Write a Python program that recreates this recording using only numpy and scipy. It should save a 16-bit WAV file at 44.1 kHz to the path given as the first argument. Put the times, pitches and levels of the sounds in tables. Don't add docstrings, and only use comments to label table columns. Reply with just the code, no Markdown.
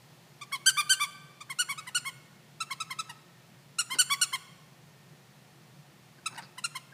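import sys
import numpy as np
from scipy import signal
from scipy.fft import rfft, irfft
from scipy.io import wavfile
from scipy.ndimage import uniform_filter1d

SR = 44100
rng = np.random.default_rng(int(sys.argv[2]) if len(sys.argv) > 2 else 0)


def log_audio(samples):
    frames = np.atleast_2d(samples).T
    limited = np.clip(frames, -1, 1)
    pcm = np.round(limited * 32767).astype(np.int16)
    wavfile.write(sys.argv[1], SR, pcm)


def amplitude_ratio(level_db):
    exponent = np.asarray(level_db, float) / 20
    return 10 ** exponent


N = 305613


def at_hz(points, hz):
    return np.interp(np.log(np.maximum(hz, 1)), np.log(np.array(points)[:, 0]), np.array(points)[:, 1])


def rms_one(x):
    return x / np.sqrt(np.mean(x ** 2) + 1e-20)


def coloured(spectrum, size=N):
    hz = np.arange(size // 2 + 1) * SR / size
    white = rng.standard_normal(size)
    return rms_one(irfft(rfft(white) * amplitude_ratio(at_hz(spectrum, hz)), size))


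def wobble(shape, rate_hz):
    r = np.exp(-2 * np.pi * rate_hz / SR)
    white = rng.standard_normal(shape[:-1] + (shape[-1] + 2000,))
    return rms_one(signal.lfilter([1], [1, -2 * r, r * r], white)[..., 2000:])


def resonate(x, hz, width_hz):
    r = np.exp(-np.pi * width_hz / SR)
    gain = (1 - r * r) / 2
    return signal.lfilter([gain, 0, -gain], [1, -2 * r * np.cos(2 * np.pi * hz / SR), r * r], x)


# [f/Hz, level/dB per Hz]
FAN_AIR = [(15, -74), (25, -31), (97, -21.5), (120, -5), (141, 0.5), (270, -19), (354, -24), (384, -21.5),
           (489, -22), (818, -23.5), (1700, -28.5), (1840, -27.5), (2550, -28), (14800, -41), (16000, -44)]
# [f/Hz, width/Hz, level/dB]
FAN_TONES = [(329, 3.5, -79), (355.2, 4.6, -72.5), (1825, 37, -74), (732, 11, -79), (140.8, 15.4, -64),
             (4300, 150, -79), (2160, 120, -87)]
HUM_DB, HISS_DB, FAN_DRIFT_DB = -59.5, -60.5, -0.2


def fan():
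    air = coloured(FAN_AIR)
    hum = signal.sosfiltfilt(signal.butter(2, 280, fs=SR, output="sos"), air)
    drift_db = FAN_DRIFT_DB * uniform_filter1d(wobble((N,), 0.78), size=999)
    out = amplitude_ratio(HUM_DB + drift_db) * rms_one(hum) + amplitude_ratio(HISS_DB) * rms_one(air - hum)
    for hz, width_hz, level_db in FAN_TONES:
        waver_db = 2.05 * uniform_filter1d(wobble((N,), 1.6), size=99)
        out += amplitude_ratio(level_db + waver_db) * rms_one(resonate(rng.standard_normal(N), hz, width_hz))
    return out


# [t/s, level/dB]
EARLIER_TAIL = [(0, -67), (.4, -69), (1.0, -78)]


def earlier_tail():
    t = np.arange(N) / SR
    tail = coloured([(300, -10), (600, 4), (900, 4.0), (2000, -24), (4000, -2), (9000, -13)])
    return amplitude_ratio(np.interp(t, *np.transpose(EARLIER_TAIL), right=-200)) * tail


def sides(done, crest):
    return np.maximum(crest - done, 0) / crest, np.maximum(done - crest, 0) / (1 - crest)


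SWELL_POWER, FAIL_POWER, LOUD_SWELL_POWER, LOUD_FAIL_POWER = 2.34, 1.793, 2.13, 2.4
FLAT_PER_DB, USUAL_DB = .02, -27.5
LOUD_LEAD = 0.85
HOLD_PER_CREST, USUAL_CREST = 2.5, .4
USUAL_S, SAG_BY_LENGTH = .034, .8


def stroke(t, row, shape):
    start_s, length_s, top_hz, top_db, crest = row
    start_sag, end_sag, start_db, end_db = shape[:4]
    done = np.clip((t - start_s) / length_s, 0, 1)
    flat = amplitude_ratio(10 * FLAT_PER_DB * (top_db - USUAL_DB))
    rising, failing = sides(done, crest)
    end_sag = end_sag * min(USUAL_S / length_s, 1) ** SAG_BY_LENGTH
    share = 1 - start_sag * rising ** (SWELL_POWER * flat) - end_sag * failing ** (FAIL_POWER * flat)
    swelling, fading = sides(done, LOUD_LEAD * crest)
    hold = np.exp(HOLD_PER_CREST * max(crest - USUAL_CREST, 0))
    sag_db = -start_db * swelling ** (LOUD_SWELL_POWER * hold)
    sag_db = sag_db - end_db * fading ** (LOUD_FAIL_POWER * hold * flat)
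    return share, sag_db, failing


# [f/Hz, level/dB]
AIR = [(400, -59), (900, -4.5), (2000, 1), (5000, 1), (9000, -0.5), (12000, -12), (15000, -7)]
REED_FREE_HZ = 1720
LUMPY_DB = .5
CHIRP_SIZE = 4000


def chirp(row, shape, colour, facing, swell_db, air_db, prelude_db):
    start_s, length_s, top_hz, top_db = row[:4]
    bright_db = shape[4] * (top_db - USUAL_DB)
    start = int(start_s * SR) - 600
    t = (start + np.arange(CHIRP_SIZE)) / SR
    share, sag_db, failing = stroke(t, row, shape)
    pitch = top_hz * share
    fade_db = -9000 * np.maximum(start_s - t, 0) - 2500 * np.maximum(t - start_s - length_s, 0)
    level = uniform_filter1d(top_db + sag_db + fade_db, size=40)

    order = np.arange(1, 15)[:, None]
    facing_index = np.array([0, 1, 2, 3, 3, 4, 4] + [5] * 7)
    turn_db = np.r_[facing, 0][facing_index][:, None] + bright_db * np.minimum(order - 1, 6)
    soft_db = (.025 + .03 * failing) * (level - level.max()) * (order - 1)
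    surface_db = swell_db * (.6 + 2.6 * failing) * wobble((14, CHIRP_SIZE), 80)
    partial_db = at_hz(colour, order * pitch) + turn_db + soft_db + surface_db
    partial_db -= 10 * np.log10(np.sum(amplitude_ratio(2 * partial_db), axis=0))

    jitter = (.003 + .02 * failing ** 2) * wobble((CHIRP_SIZE,), 400.0)
    phase = 2 * np.pi * np.cumsum(pitch * (1 + jitter)) / SR
    lag = .8 * order + .12 * order ** 2 + .35 * wobble((14, CHIRP_SIZE), 25.0)
    tone = np.sqrt(2) * np.sum(amplitude_ratio(partial_db) * np.cos(order * phase - lag), axis=0)
    tone *= amplitude_ratio(LUMPY_DB * (0.42 + failing) * wobble((CHIRP_SIZE,), 120.0))

    keep = np.exp(-1 / (0.0015 * SR))
    flow = signal.lfilter([1 - keep], [1, -keep], amplitude_ratio(level))
    stalled = np.maximum(flow - amplitude_ratio(level), 0)
    leak_level = amplitude_ratio(air_db + 7.1 * failing - 5.5) * flow + amplitude_ratio(-3.0) * stalled
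    leak = leak_level * coloured(AIR, size=CHIRP_SIZE)

    since = t - start_s
    glide = pitch + (REED_FREE_HZ - pitch) / (1 + np.exp((since - .0003) / 0.0016))
    quiver = np.exp(-.5 * ((since + 0.001) / 0.003) ** 2) * np.sin(2 * np.pi * np.cumsum(glide) / SR)
    return start, amplitude_ratio(level) * tone + leak + amplitude_ratio(level.max() + prelude_db) * quiver


# [t/s, length/s, top f/Hz, top level/dB, crest/share of length]
PUSHES = [(0.412, 0.029, 1206, -39, 0.36), (.661, 0.043, 1567, -17, 0.34), (.895, .049, 1559, -19.5, 0.32),
          (1.406, 0.023, 1213, -40.5, 0.44), (1.588, 0.041, 1480, -23.5, 0.4),
          (1.777, 0.029, 1297, -37, 0.5), (1.948, .037, 1473, -24, 0.31), (2.604, 0.029, 1350, -29.5, 0.31),
          (2.802, 0.026, 1317, -30.5, 0.34), (2.988, 0.025, 1324, -29.5, 0.4),
          (3.786, 0.033, 1417, -23.5, 0.27), (3.987, 0.037, 1500, -18, 0.33),
          (4.214, 0.031, 1464, -20.5, 0.23), (6.259, 0.02, 1325, -28, .36), (6.640, .024, 1404, -27, 0.34)]
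# [t/s, length/s, top f/Hz, top level/dB, crest/share of length]
DRAWS = [(.522, 0.04, 1117, -29.5, 0.35), (.770, 0.044, 1203, -23.5, 0.55), (0.999, .052, 1180, -26, .48),
         (1.498, 0.031, 1091, -34, 0.35), (1.689, 0.041, 1135, -30.5, 0.44),
         (1.869, 0.027, 1024, -38.5, 0.41), (2.051, 0.046, 1099, -33.5, 0.54),
         (2.706, 0.028, 1096, -31.5, .45), (2.904, 0.028, 1081, -33.5, 0.36),
         (3.093, 0.023, 969, -39.5, 0.3), (3.903, .047, 1065, -32, .68), (4.101, 0.044, 1143, -24.5, 0.61),
         (4.328, 0.032, 1078, -28, 0.6), (6.376, 0.021, 975, -39.5, 0.36), (6.579, 0.017, 1024, -38, 0.44),
         (6.751, 0.025, 1080, -34.5, 0.61)]
# [f/Hz, level/dB]
PUSH_COLOUR = [(1000, -6), (2000, -7), (3200, -8), (4500, -9), (5800, -12), (7000, -11), (8200, -11),
               (9400, -13), (10600, -22), (12500, -29), (15000, -46)]
# [f/Hz, level/dB]
DRAW_COLOUR = [(1000, -5), (2000, -4), (3200, -9), (4500, -14), (5800, -18), (7000, -22), (8200, -17),
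               (9400, -17), (10600, -22), (12500, -27), (15000, -33)]
# [1st, 2nd, 3rd, 4th-5th, 6th-7th partial level/dB]
PUSH_FACING = [(-2, -2, -.5, -3, -1.5), (0.5, 0.5, -1, -1, 2), (5.5, 2, 5, 3, 3), (-4, -2, -2, -2, 1),
               (3.5, 5.5, 5.5, 1.5, 4.5)]
# [1st, 2nd, 3rd, 4th-5th, 6th-7th partial level/dB]
DRAW_FACING = [(-3, -1, 0, -1, -5), (-5, 0, -4.5, -5, -6), (1.5, 0.5, -1, 1.5, 0),
               (-3.5, -3, 2, -1.5, -3.5), (1, 0, 1, -1, -2.5)]
# [start pitch sag/share, end pitch sag/share, start level sag/dB, end level sag/dB,
# brightness/dB per partial per dB of level]
PUSH_STROKE = (.12, 0.1363, 10.1, 14.5, .11)
# [share, share, dB, dB, dB per partial per dB]
DRAW_STROKE = (.10, 0.1243, 12.5, 10, -0.05)
BURST_GAP_S = .3


def squeaks():
    out = np.zeros(N + CHIRP_SIZE)
    starts = np.sort([row[0] for row in PUSHES + DRAWS])
    bursts = starts[1:][np.diff(starts) > BURST_GAP_S]
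    for row in PUSHES:
        facing = PUSH_FACING[np.searchsorted(bursts, row[0], "right")]
        start, sound = chirp(row, PUSH_STROKE, PUSH_COLOUR, facing, swell_db=1.7, air_db=-21, prelude_db=-60)
        out[start:start + CHIRP_SIZE] += sound
    for row in DRAWS:
        facing = DRAW_FACING[np.searchsorted(bursts, row[0], "right")]
        start, sound = chirp(row, DRAW_STROKE, DRAW_COLOUR, facing, swell_db=2.0, air_db=-19, prelude_db=-10.5)
        out[start:start + CHIRP_SIZE] -= sound
    return out[:N]


# [f/Hz, t60/s]
ROOM_T60 = [(800, 1.13), (2500, 1.11), (6000, 0.98), (12000, 0.67)]
# [f/Hz, level/dB]
ROOM_COLOUR = [(800, 3.8), (2500, 3.65), (6000, 2.6), (12000, 3.1)]


def room(x, near_db, far_db):
    t = np.arange(SR) / SR
    white, tail = rng.standard_normal(SR), 0
    for low in 500 * 2 ** np.arange(0, 5, .5):
        half_octave = signal.butter(2, [low, low * np.sqrt(2)], "band", fs=SR, output="sos")
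        decay_db = at_hz(ROOM_COLOUR, low * 2.14) - 60 * t / at_hz(ROOM_T60, low * 1.86)
        tail = tail + signal.sosfilt(half_octave, white) * amplitude_ratio(decay_db)
    tail *= np.clip(t / 0.0094, 0, 1)
    near = rng.standard_normal(SR) * amplitude_ratio(-60 * t / 0.039) * np.clip(t / 0.012, 0, 1) ** 2
    echoes = amplitude_ratio(far_db) * tail / np.linalg.norm(tail) + amplitude_ratio(near_db) * near / np.linalg.norm(near)
    return signal.fftconvolve(x, echoes)[:N]


# [middle t/s, half length/s, thud level/dB, body level/dB, fibre level/dB]
RUSTLES = [
    (3.957, 0.023, -49, -48.5, -51),
    (6.188, 0.0073, -58, -59.5, -68),
    (6.325, 0.024, -57.5, -52.5, -74),
    (6.361, .008, -59, -51, -57),
    (6.394, 0.015, -73, -42.5, -61),
    (6.433, 0.011, -52.5, -51, -53),
    (6.453, 0.0089, -71, -68, -57),
]
# [f/Hz, width/Hz, level/dB]
RUB_MODES = [
    [(278, 204, 3), (463, 290, -22)],
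    [(900, 280, 0), (1500, 81, 3.5), (2120, 290, -8), (3000, 440, -35)],
    [(4030, 700, -1), (4530, 630, 14), (5670, 600, -21), (7350, 2500, -23)],
]


def cloth():
    t, out = np.arange(N) / SR, np.zeros(N)
    sizes = amplitude_ratio(3.5 * np.minimum(rng.exponential(1, N), 4)) * rng.choice([-1, 1], N)
    slips_per_s = 7000 * amplitude_ratio(3.0 * wobble((N,), 60.0))
    slips = sizes * (rng.random(N) < slips_per_s / SR)
    for layer, modes in enumerate(RUB_MODES):
        moving = sum(amplitude_ratio(row[layer + 2]) * np.exp(-((t - row[0]) / row[1]) ** 2) for row in RUSTLES)
        rings = 0
        for hz, width_hz, db in modes:
            rings = rings + amplitude_ratio(db) * resonate(resonate(slips, hz, 2 * width_hz), hz, width_hz)
        out += moving * rms_one(rings)
    return out


# [t/s, peak level/dB]
SNAGS = [
    (3.9604, -43),
    (6.329, -41),
    (6.3474, -37),
    (6.357, -45),
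    (6.364, -33),
    (6.4243, -35.5),
    (6.4315, -43),
]


def snags():
    clicks = np.zeros(N)
    clicks[[round(s * SR) for s, db in SNAGS]] = amplitude_ratio(np.array(SNAGS)[:, 1] + 22.5)
    clicks = signal.sosfilt(signal.butter(4, 6000, fs=SR, output="sos"), clicks)
    high = resonate(resonate(clicks, 4600, 2500), 4600, 2500)
    return resonate(clicks, 1660, 600) + amplitude_ratio(-8.5) * high


# [t/s, level/dB, fall/Hz per s]
QUIVERS = [
    (6.929, -47, 0),
    (6.189, -56, 25000),
]


def quivers():
    out = np.zeros(N)
    for s, level_db, fall in QUIVERS:
        t = np.arange(N) / SR - s
        cycles = (REED_FREE_HZ - 100) * t - .5 * fall * t ** 2
        out += amplitude_ratio(level_db) * np.exp(-.5 * (t / .005) ** 2) * np.sin(2 * np.pi * cycles)
    return out


def scene():
    near = squeaks() + cloth() + snags() + quivers()
    behind = fan() + earlier_tail()
    return (near + room(near, near_db=-13, far_db=-16.5) + behind)[None]


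def low_pass(x):
    return signal.sosfilt(signal.butter(12, 16150, fs=SR, output="sos"), x)


def record(dry):
    thinned = signal.sosfilt(signal.butter(1, 60, "high", fs=SR, output="sos"), dry)
    mix = signal.sosfilt(signal.ellip(10, .5, 70, 15500, fs=SR, output="sos"), thinned)
    return low_pass(mix)


dry = scene()
out = record(dry)
log_audio(out)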